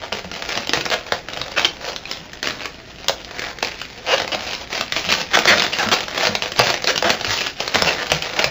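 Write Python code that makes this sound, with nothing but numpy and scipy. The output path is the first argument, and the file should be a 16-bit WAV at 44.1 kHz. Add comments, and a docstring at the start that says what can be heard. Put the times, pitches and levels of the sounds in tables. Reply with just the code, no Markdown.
"""Hands twist long latex balloons in a small hard room, over room tone and a little mains hum.
The rubber sticks and slips, each slip ringing the taut skin and thumping the air inside: first come
single snaps, quick creaks and a rubbing crackle, thinning out around 2 s. From 4 s the twisting grows
busier and louder, with more low bumps against hands and shirt, up to a last hard snap near 8.4 s.
All of it goes through a cheap camera microphone that overloads on peaks and is dull above 8 kHz."""
import sys
import numpy as np
from scipy import signal
from scipy.fft import rfft, irfft, next_fast_len
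from scipy.io import wavfile
from scipy.ndimage import map_coordinates

SR = 44100
rng = np.random.default_rng(int(sys.argv[2]) if len(sys.argv) > 2 else 0)


def store_wav(level_fs):
    """Save 16-bit WAV to argv[1]."""
    pcm = np.round(np.clip(np.atleast_2d(level_fs), -1, 1) * 32767)
    wavfile.write(sys.argv[1], SR, pcm.T.astype(np.int16))


N = 375070

# colour of the room tone: (frequency [Hz], relative level [dB])
ROOM_TONE_EQ = [(12, -27), (20, 9.5), (410, 8.5), (662, -17), (1040, -16), (1810, 3.5), (4370, -14.5),
                (7050, -8.5), (8200, -23), (10700, -66), (18000, -120)]
# mains hum: (frequency [Hz], level [dB])
MAINS_HUM = [(59, -58.5)]
# reverb time of the room: (frequency [Hz], t60 [s])
ROOM_DECAY = [(150, 0.4), (700, 0.23), (3000, 0.18), (7000, 0.2)]
# the balloons bump hands and shirt: (time [s], level [dB], pitch [Hz])
BUMPS = [(0.116, -35, 212), (0.121, -24.5, 446), (0.242, -28.5, 188), (0.561, -29, 236), (0.77, -28.5, 143),
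         (1.403, -35, 136), (2.204, -37.5, 172), (4.34, -30.5, 217), (4.8, -31, 244), (5.069, -28.5, 191),
         (5.333, -32, 200.5), (5.503, -21, 210.6), (5.858, -20, 227.5), (6.291, -21.5, 217),
         (6.584, -22, 130), (7.043, -24, 210.4), (7.276, -27.5, 107), (7.751, -22, 230),
         (7.822, -20.5, 170), (8.114, -18.5, 161.6), (8.461, -28, 147)]
# air resonances in the twisted bubbles: (frequency [Hz], width [Hz], gain [dB])
AIR_MODES = [(352, 88, -6.5), (497.5, 59.5, 6.5), (668, 129, 5), (862, 176, 3.5), (1380, 624, -5)]
# colour of the rubbing hiss: (frequency [Hz], relative level [dB])
HISS_EQ = [(410, -42), (700, -5.5), (4420, -7), (7100, -7), (8200, -44), (10700, -69), (18000, -120)]
# rubbing strokes; an air send is how hard the air inside is driven, relative to the skin:
# (time of full strength [s], swell [s], hold [s], skin level [dB], air send [dB], skin pitch [Hz])
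RUB_STROKES = [(0.044, 0.059, 0.014, -34, 1, 2550), (0.135, 0.023, 0.0058, -23, -9, 2470),
               (0.334, 0.027, 0.11, -29, -7.5, 2600), (0.523, 0.13, 0.058, -21, -7.5, 2680),
               (0.739, 0.011, 0.0069, -14.5, -8, 2650), (0.941, 0.057, 0.0037, -25, -3, 2700),
               (1.13, 0.12, 0.006, -29.5, -7, 2000), (1.063, 0.016, .01, -36, 1, 2500),
               (1.286, 0.025, .22, -33.5, -3, 2520), (1.585, 0.031, 0.036, -23, -6, 3080),
               (1.876, 0.13, 0.011, -25, -5, 2680), (2.0, .05, 0.36, -40.5, -2.5, 2980),
               (2.133, 0.13, .01, -33, -26.5, 3500), (2.44, 0.012, 0.047, -21.5, -8.5, 2250),
               (2.613, 0.058, 0.036, -28, -7, 2500), (2.949, .15, .3, -40, -8, 2970),
               (3.125, 0.01, 0.0076, -44, -39, 3440), (3.424, .15, 0.04, -25.5, -5, 2290),
               (3.634, 0.014, .01, -20.5, -26, 2440), (3.788, 0.068, 0.062, -30, -44, 2540),
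               (4.146, 0.12, .005, -20, -4, 2680), (4.341, 0.045, 0.0089, -29, 6.5, 2770),
               (4.541, 0.37, 0.003, -20.5, -10.5, 2700), (4.742, 0.059, 0.034, -20, -9, 2400),
               (4.96, 0.052, .01, -16, -13.5, 2480), (5.114, 0.15, 0.0034, -13.5, -10.5, 2730),
               (5.342, 0.05, 0.025, -15.5, -8.5, 1990), (5.473, .06, .17, -17, -7, 2280),
               (5.749, .05, 0.0069, -16.5, -17, 2240), (5.825, .05, 0.012, -18, -3, 1410),
               (5.927, 0.011, 0.0091, -12.5, -7, 2940), (6.215, .12, 0.019, -14, -6.5, 2000),
               (6.43, 0.046, .01, -23, -8, 2440), (6.587, 0.049, .1, -16.5, -6.5, 2740),
               (6.878, 0.049, 0.017, -19, -19, 2570), (7.099, 0.061, 0.0033, -14.5, -5.5, 1740),
               (7.279, 0.072, 0.043, -14.5, -18.5, 2100), (7.367, 0.052, 0.049, -17, -17, 2890),
               (7.603, 0.014, 0.0026, -21.5, -7, 2600), (7.758, 0.072, 0.0038, -15.5, -8, 2360),
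               (7.878, 0.079, 0.0045, -15.5, -6, 2220), (7.996, .04, 0.023, -24, -3, 2310),
               (8.129, 0.065, 0.015, -20.5, -12.5, 2330), (8.268, .09, 0.04, -22, -4.5, 2300),
               (8.399, 0.052, 0.006, -15.5, -1.5, 2280)]
# creaking runs of slips: (start [s], end [s], first rate [slips/s], last rate [slips/s],
# first level [dB], last level [dB], air send [dB], skin pitch [Hz], ring t60 [s])
CREAK_RUNS = [(0.018, 0.045, 140, 170, -25, -23.5, 0, 3240, 0.0019),
              (0.504, 0.524, 170, 170, -17, -15.5, -20, 2160, 0.0067),
              (0.914, 0.945, 195, 250, -7.5, -5.5, -5.5, 2080, 0.0013),
              (1.563, 1.585, 280, 680, -19, -7.5, -25, 1610, 0.008),
              (1.647, 1.653, 470, 620, -6, -19, -21, 3106, 0.015),
              (2.055, 2.057, 280, 440, -21, -35.5, -32, 2500, 0.022),
              (4.0722, 4.146, 135, 610, -16.5, -11.5, -0.5, 2870, 0.0048),
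              (4.319, 4.334, 270, 340, -16, -14.5, -9.5, 2900, 0.0068),
              (5.335, 5.356, 400, 370, -9.5, -0.5, -11, 1950, 0.0034),
              (5.476, 5.502, 360, 340, -2.5, -2.5, -16.5, 2070, 0.0049),
              (5.506, 5.541, 260, 330, -7, -9.5, -2, 1830, 0.0085),
              (5.729, 5.738, 160, 340, -20, -15.5, -25, 2850, 0.024),
              (5.793, 5.826, 880, 720, -13, -20.5, -4.5, 1610, 0.0047),
              (5.916, 5.936, 300, 480, -3.5, -4.5, -11, 3360, 0.0017),
              (6.878, 6.908, 300, 620, -10, -9, -7, 3100, 0.0012),
              (7.044, 7.088, 300, 400, -12, -19, 2, 1860, 0.0041),
              (7.865, 7.894, 244, 410, -18.5, -8, -13, 2720, 0.0085),
              (7.984, 8.037, 130, 76, -15.5, -17, -13, 1830, 0.0069)]
# clear single snaps: (time [s], skin level [dB], air send [dB], skin pitch [Hz])
SNAP_HITS = [(0.1224, -24, 12.5, 1550), (0.1267, -16, -4, 3000), (0.2452, -30.5, 12.5, 1120),
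             (0.3151, -20, -3.5, 1690), (0.423, -17.5, -0.5, 1930), (0.4898, -20, -12.5, 2610),
             (0.5751, -12, -1.5, 1870), (0.672, -18, -4, 3060), (0.6938, -11, -12, 3000),
             (0.7343, -6.5, -5, 1830), (0.773, -16.5, 7.5, 1420), (0.8102, -16, -12, 2730),
             (0.8542, -14, -4.5, 5500), (0.8625, -16.5, 1.5, 2350), (0.902, -14.5, -5, 4500),
             (1.1216, -10.5, 6, 1770), (1.2859, -21, -4.5, 1700), (1.334, -20.5, -8, 1850),
             (1.3732, -19.5, 0.5, 3100), (1.4153, -15, -6, 3800), (1.4816, -28, 6.5, 3470),
             (1.518, -23.5, 1, 3030), (1.595, -11.5, -2, 2180), (1.6471, -16, -33, 3160),
             (1.6531, -8, -7, 2830), (1.9623, -17.5, -7, 3680), (2.1132, -13, -37, 5300),
             (2.3329, -24.5, -20, 1830), (2.429, -13, -16, 1860), (2.4722, -12, -27, 1770),
             (2.6562, -16, -7.5, 2300), (3.044, -24.5, -3.5, 2940), (3.0836, -4, -33.5, 3170),
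             (3.0946, -11.5, 6.5, 4040), (3.2144, -29.5, -18, 2770), (3.247, -27, -11, 4460),
             (3.3101, -31.5, 9.5, 3500), (3.394, -16.5, -19, 1740), (3.4196, -21, 2, 1680),
             (3.5863, -20.5, -18, 1770), (3.6272, -8.5, 1, 1810), (3.648, -15, -30, 2500),
             (3.8162, -18, -37, 2800), (4.2001, -13.5, 1.5, 2400), (4.219, -16.5, 4.5, 1140),
             (4.246, -25.5, 11.5, 1130), (4.278, -17.5, -14, 2570), (4.3478, -15.5, 5.5, 2580),
             (4.47, -22, -12, 2640), (4.5505, -20.5, -19.5, 5330), (4.7286, -15.5, -25, 2280),
             (4.81, -9, -10, 1280), (4.9227, -9, -21.5, 2030), (5.1242, -8.5, -10.5, 4030),
             (5.14, -17.5, -17, 1800), (5.2143, -15.5, -15.5, 2000), (5.372, -13, 12, 1880),
             (5.3896, -8, -27, 1535), (5.4546, -8.5, 3.5, 1740), (5.5824, -10, -3.5, 3630),
             (5.597, -9, -15, 3950), (5.6212, -8, -15.5, 1740), (5.6383, -12.5, -4.5, 2810),
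             (5.7323, -13, -35, 2830), (5.787, -13.5, -7, 2680), (5.799, -14.5, -11, 1600),
             (5.8877, -13, -5.5, 2960), (5.9393, -8.5, -14, 1280), (6.082, -19, -2, 1610),
             (6.1465, -19.5, -7, 2500), (6.1775, -12, -6, 1960), (6.2525, -9.5, -13.5, 2330),
             (6.2704, -9, -4, 2800), (6.3521, -7.5, -10.5, 2460), (6.4224, -11, -6.5, 2820),
             (6.459, -20.5, 7.5, 2920), (6.5196, -16, -19, 2940), (6.5922, -3.5, -15, 4780),
             (6.5978, -13, 12.5, 2240), (6.6701, -11.5, -31, 1600), (6.7016, -9, 1, 4500),
             (6.7409, -11.5, -1.5, 1860), (6.8218, -19.5, -14, 2260), (6.8428, -12.5, 1, 4390),
             (6.8732, -6, -22.5, 2560), (6.959, -10.5, -22, 2970), (6.9777, -9, -38, 2930),
             (7.0242, -9.5, 5, 1690), (7.095, -9, -1.5, 1650), (7.1031, -4.5, -6.5, 2630),
             (7.211, -15, -0.5, 1800), (7.2465, -13.5, -5.5, 1720), (7.4683, -14, -26, 2940),
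             (7.6037, -15, -6.5, 3020), (7.6784, -11.5, -25, 4320), (7.7457, -10.5, -1.5, 4380),
             (7.7562, -7, 2, 1900), (7.8215, -7.5, 1, 5300), (8.068, -18.5, -13, 2630),
             (8.1018, -16, -6, 3150), (8.118, -4, 1.5, 2630), (8.2229, -13.5, -15, 3080),
             (8.3915, -8.5, -29.5, 2140), (8.4425, -5.5, -3, 2500)]
# tone of the microphone: (frequency [Hz], gain [dB])
MIC_EQ = [(100, 6), (1000, 0.5), (5000, 4.5), (6500, -2.5), (7500, -8), (8100, -28.5), (8600, -78.5)]


def amp(db):
    return 10 ** (np.asarray(db) / 20)


def unit_rms(x):
    return x / np.sqrt(np.mean(x ** 2) + 1e-20)


def curve_at(points, hz):
    """Read a curve of (frequency [Hz], value) points on a log frequency axis."""
    frequencies, values = np.transpose(points)
    return np.interp(np.log(hz + 1), np.log(frequencies + 1), values)


def wobble(rate):
    """Smooth random modulation with rate knots a second."""
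    return map_coordinates(rng.standard_normal(int(N * rate / SR) + 4), [np.arange(N) * rate / SR])


def filtered(x, response):
    """Shape x with a complex frequency response."""
    size = next_fast_len(N + SR // 2)
    return irfft(rfft(x, size) * response(np.fft.rfftfreq(size, 1 / SR)), size)[:N]


def noise(eq):
    """Coloured noise of rms 1."""
    return unit_rms(filtered(rng.standard_normal(N), lambda hz: amp(curve_at(eq, hz))))


def room_tone():
    """The bed: a low hush with a little wavering mains hum."""
    t = np.arange(N) / SR
    hush = amp(-46.5) * noise(ROOM_TONE_EQ)
    hum = sum(amp(db + 2.5 * wobble(14)) * np.sin(2 * np.pi * hz * t) for hz, db in MAINS_HUM)
    return hush + hum


def room_reverb(x):
    """Short reverb off hard walls; the hands move, so every quarter second gets a fresh tail."""
    out = np.zeros(N + 2 * SR)
    block, predelay = SR // 4, 150  # samples
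    for start in range(0, N, block):
        hz, t, spectrum = signal.stft(rng.standard_normal(SR // 2), SR, nperseg=256)
        decay = amp(-60 * t / curve_at(ROOM_DECAY, hz)[:, None])
        tail = signal.istft(spectrum * decay, SR, nperseg=256)[1]
        wet = signal.fftconvolve(x[start:start + block], tail / np.linalg.norm(tail))
        out[start + predelay:][:len(wet)] += wet
    return out[:N]


def bumps(attack_s=.0015, t60=.32):
    """Soft low bumps: the air of a long balloon booms for a moment, its close partials beating."""
    out, t = np.zeros(N + SR), np.arange(SR // 3) / SR
    for time, db, hz in BUMPS:
        boom = sum(amp(partial_db) * np.sin(2 * np.pi * hz * ratio * t + rng.uniform(0, 2 * np.pi))
                   for ratio, partial_db in ((.45, -5), (.9, 0), (1, 2.4)))
        envelope = amp(db - 60 * t / t60) * (1 - np.exp(-t / attack_s))
        out[round(time * SR):][:len(t)] += envelope * boom / 3
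    return out[:N]


def air_body(hz):
    """The hollow body: the response of the air in the bubbles, its modes alternating in polarity."""
    return sum((-1) ** k * amp(db) * 1j * hz * width / (centre ** 2 - hz ** 2 + 1j * hz * width)
               for k, (centre, width, db) in enumerate(AIR_MODES))


def slips(times, db, send_db, hz, tear, ring_t60, tear_t60):
    """Each slip rings the skin, cracks (one row of tear noise) and kicks the air: (skin, kicks)."""
    length = tear.shape[1]
    t = np.arange(length) / SR
    onsets = np.round(times * SR).astype(int)
    phase = 2 * np.pi * hz[:, None] * t
    overtone = amp(-8.5) * np.sin(1.634 * phase)  # second mode of the taut skin
    ring = (np.sin(phase) + overtone) * amp(-60 * t / ring_t60)
    dull_tear = signal.lfilter([1], [1, -.45], tear)  # rubber tears with a dull edge
    crack = dull_tear * amp(-60 * t / tear_t60) * (1 - np.exp(-t / .0001))
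    grains = amp(db)[:, None] * (ring + crack)
    positions = onsets[:, None] + np.arange(length)
    skin = np.bincount(positions.ravel(), grains.ravel(), N)[:N]
    kicks = np.bincount(onsets, amp(db + send_db + 26), N)[:N]
    return np.array([skin, kicks])


def stroke_envelopes(swell_db=16, fade_db_per_s=144.5):
    """Each pull swells, holds and dies away: skin level [dB], air level [dB] and pitch [Hz] over time."""
    def power_sum(layers_db, touch_db):  # light contact between strokes sets the floor
        return 10 * np.log10(np.sum(amp(2 * layers_db), axis=0) + amp(2 * touch_db))

    t = np.arange(0, N + 64, 64) / SR
    full_at, swell, hold, db, send_db, hz = np.transpose(RUB_STROKES)[:, :, None]
    swell_left = np.maximum(full_at - t, 0) / np.maximum(swell, .005)
    released_s = np.maximum(t - full_at - hold, 0)
    stroke_db = db - swell_db * swell_left - fade_db_per_s * released_s
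    skin_db = power_sum(stroke_db, touch_db=-41)
    air_db = power_sum(stroke_db + send_db, touch_db=-46)
    pitch = hz[stroke_db.argmax(axis=0), 0]  # the strongest stroke leads
    return [np.interp(np.arange(N) / SR, t, curve) for curve in (skin_db, air_db, pitch)]


def rubbing(slip_count=4000):
    """Skin drags on skin: a crackle of small, uneven slips over a rough hiss and a hollow drone."""
    skin_db, air_db, skin_hz = stroke_envelopes()
    when, strength, detune, thump = rng.random((slip_count, 4)).T
    at = (when * (N - 1)).astype(int)
    spread_db = np.interp(skin_db[at], [-34, -18], [22, 18])  # light touch ticks, hard rubbing rasps
    db = skin_db[at] + spread_db * (strength ** 3 - .5) - 1
    hz = np.clip(skin_hz[at] * np.exp(.37 * (detune - .5)), 800, 7500)
    send_db = air_db[at] - skin_db[at] + 6 * (thump - .5) - 3
    tear = .5 * rng.standard_normal((slip_count, 250))
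    crackle, kicks = slips(at / SR, db, send_db, hz, tear, ring_t60=.0044, tear_t60=.013)
    grip = amp(3 * wobble(30) + 2.5 * wobble(150))
    hiss = amp(skin_db - 13) * unit_rms(grip * noise(HISS_EQ))
    drone = amp(air_db - 5.5) * unit_rms(grip * filtered(rng.standard_normal(N), air_body))
    return np.array([crackle + hiss + drone, kicks])


def creaks():
    """Under a steady pull one spot slips again and again, almost evenly and with the same sound."""
    out = np.zeros((2, N))
    ramp = np.linspace(0, 1, 200)
    for start, end, first_rate, last_rate, first_db, last_db, send_db, hz, ring_t60 in CREAK_RUNS:
        rate = first_rate + (last_rate - first_rate) * ramp
        slips_so_far = np.cumsum(rate) * (end - start) / len(ramp)
        count = int(slips_so_far[-1]) + 1
        scatter = rng.standard_normal((60, 502))[:count]  # a row for each slip
        jitter, accent, own_tear = scatter[:, 0], scatter[:, 1], scatter[:, 2:]
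        progress = np.interp(np.arange(count) + .04 * jitter, slips_so_far, ramp)
        times = start + (end - start) * progress
        db = first_db + (last_db - first_db) * progress + .5 * accent
        shared_tear = rng.standard_normal(500)
        tear = .35 * shared_tear + .15 * own_tear
        out += slips(times, db, send_db, np.full(count, hz), tear, ring_t60, tear_t60=.012)
    return out


def snaps():
    """Rubber lets go all at once: one slip with a strong crack."""
    times, db, send_db, hz = np.transpose(SNAP_HITS)
    tear = .9 * rng.standard_normal((len(times), 600))
    return slips(times, db, send_db, hz, tear, ring_t60=.0065, tear_t60=.018)


def scene():
    """The mix: latex and its reverb up front, dry bumps and room tone underneath."""
    skin, kicks = snaps() + creaks() + rubbing()
    latex = skin + filtered(kicks, air_body)
    latex = filtered(latex, lambda hz: (1j * hz / (1j * hz + 150)) ** 2)  # balloons radiate little bass
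    walls = amp(-5.5) * room_reverb(latex)
    return (latex + walls + bumps() + room_tone())[None]


def record(dry):
    """A dull microphone; doubling its low sample rate mirrors the treble upward, and peaks overload."""
    mirror_top_hz, cutoff_hz = 15500, 16839
    dull = filtered(dry[0], lambda hz: amp(curve_at(MIC_EQ, hz)))
    flipped = dull * (-1.) ** np.arange(N)  # turns the spectrum upside down
    mirror = filtered(flipped, lambda hz: amp(-5) / (1 + (hz / mirror_top_hz) ** 200))
    channel = dull + mirror
    clipped = channel / (1 + np.abs(channel) ** 30) ** (1 / 30)  # nearly hard knee
    return filtered(clipped, lambda hz: amp(-4 * (hz > mirror_top_hz)) * (hz < cutoff_hz))[None]


dry = scene()
out = record(dry)
store_wav(out)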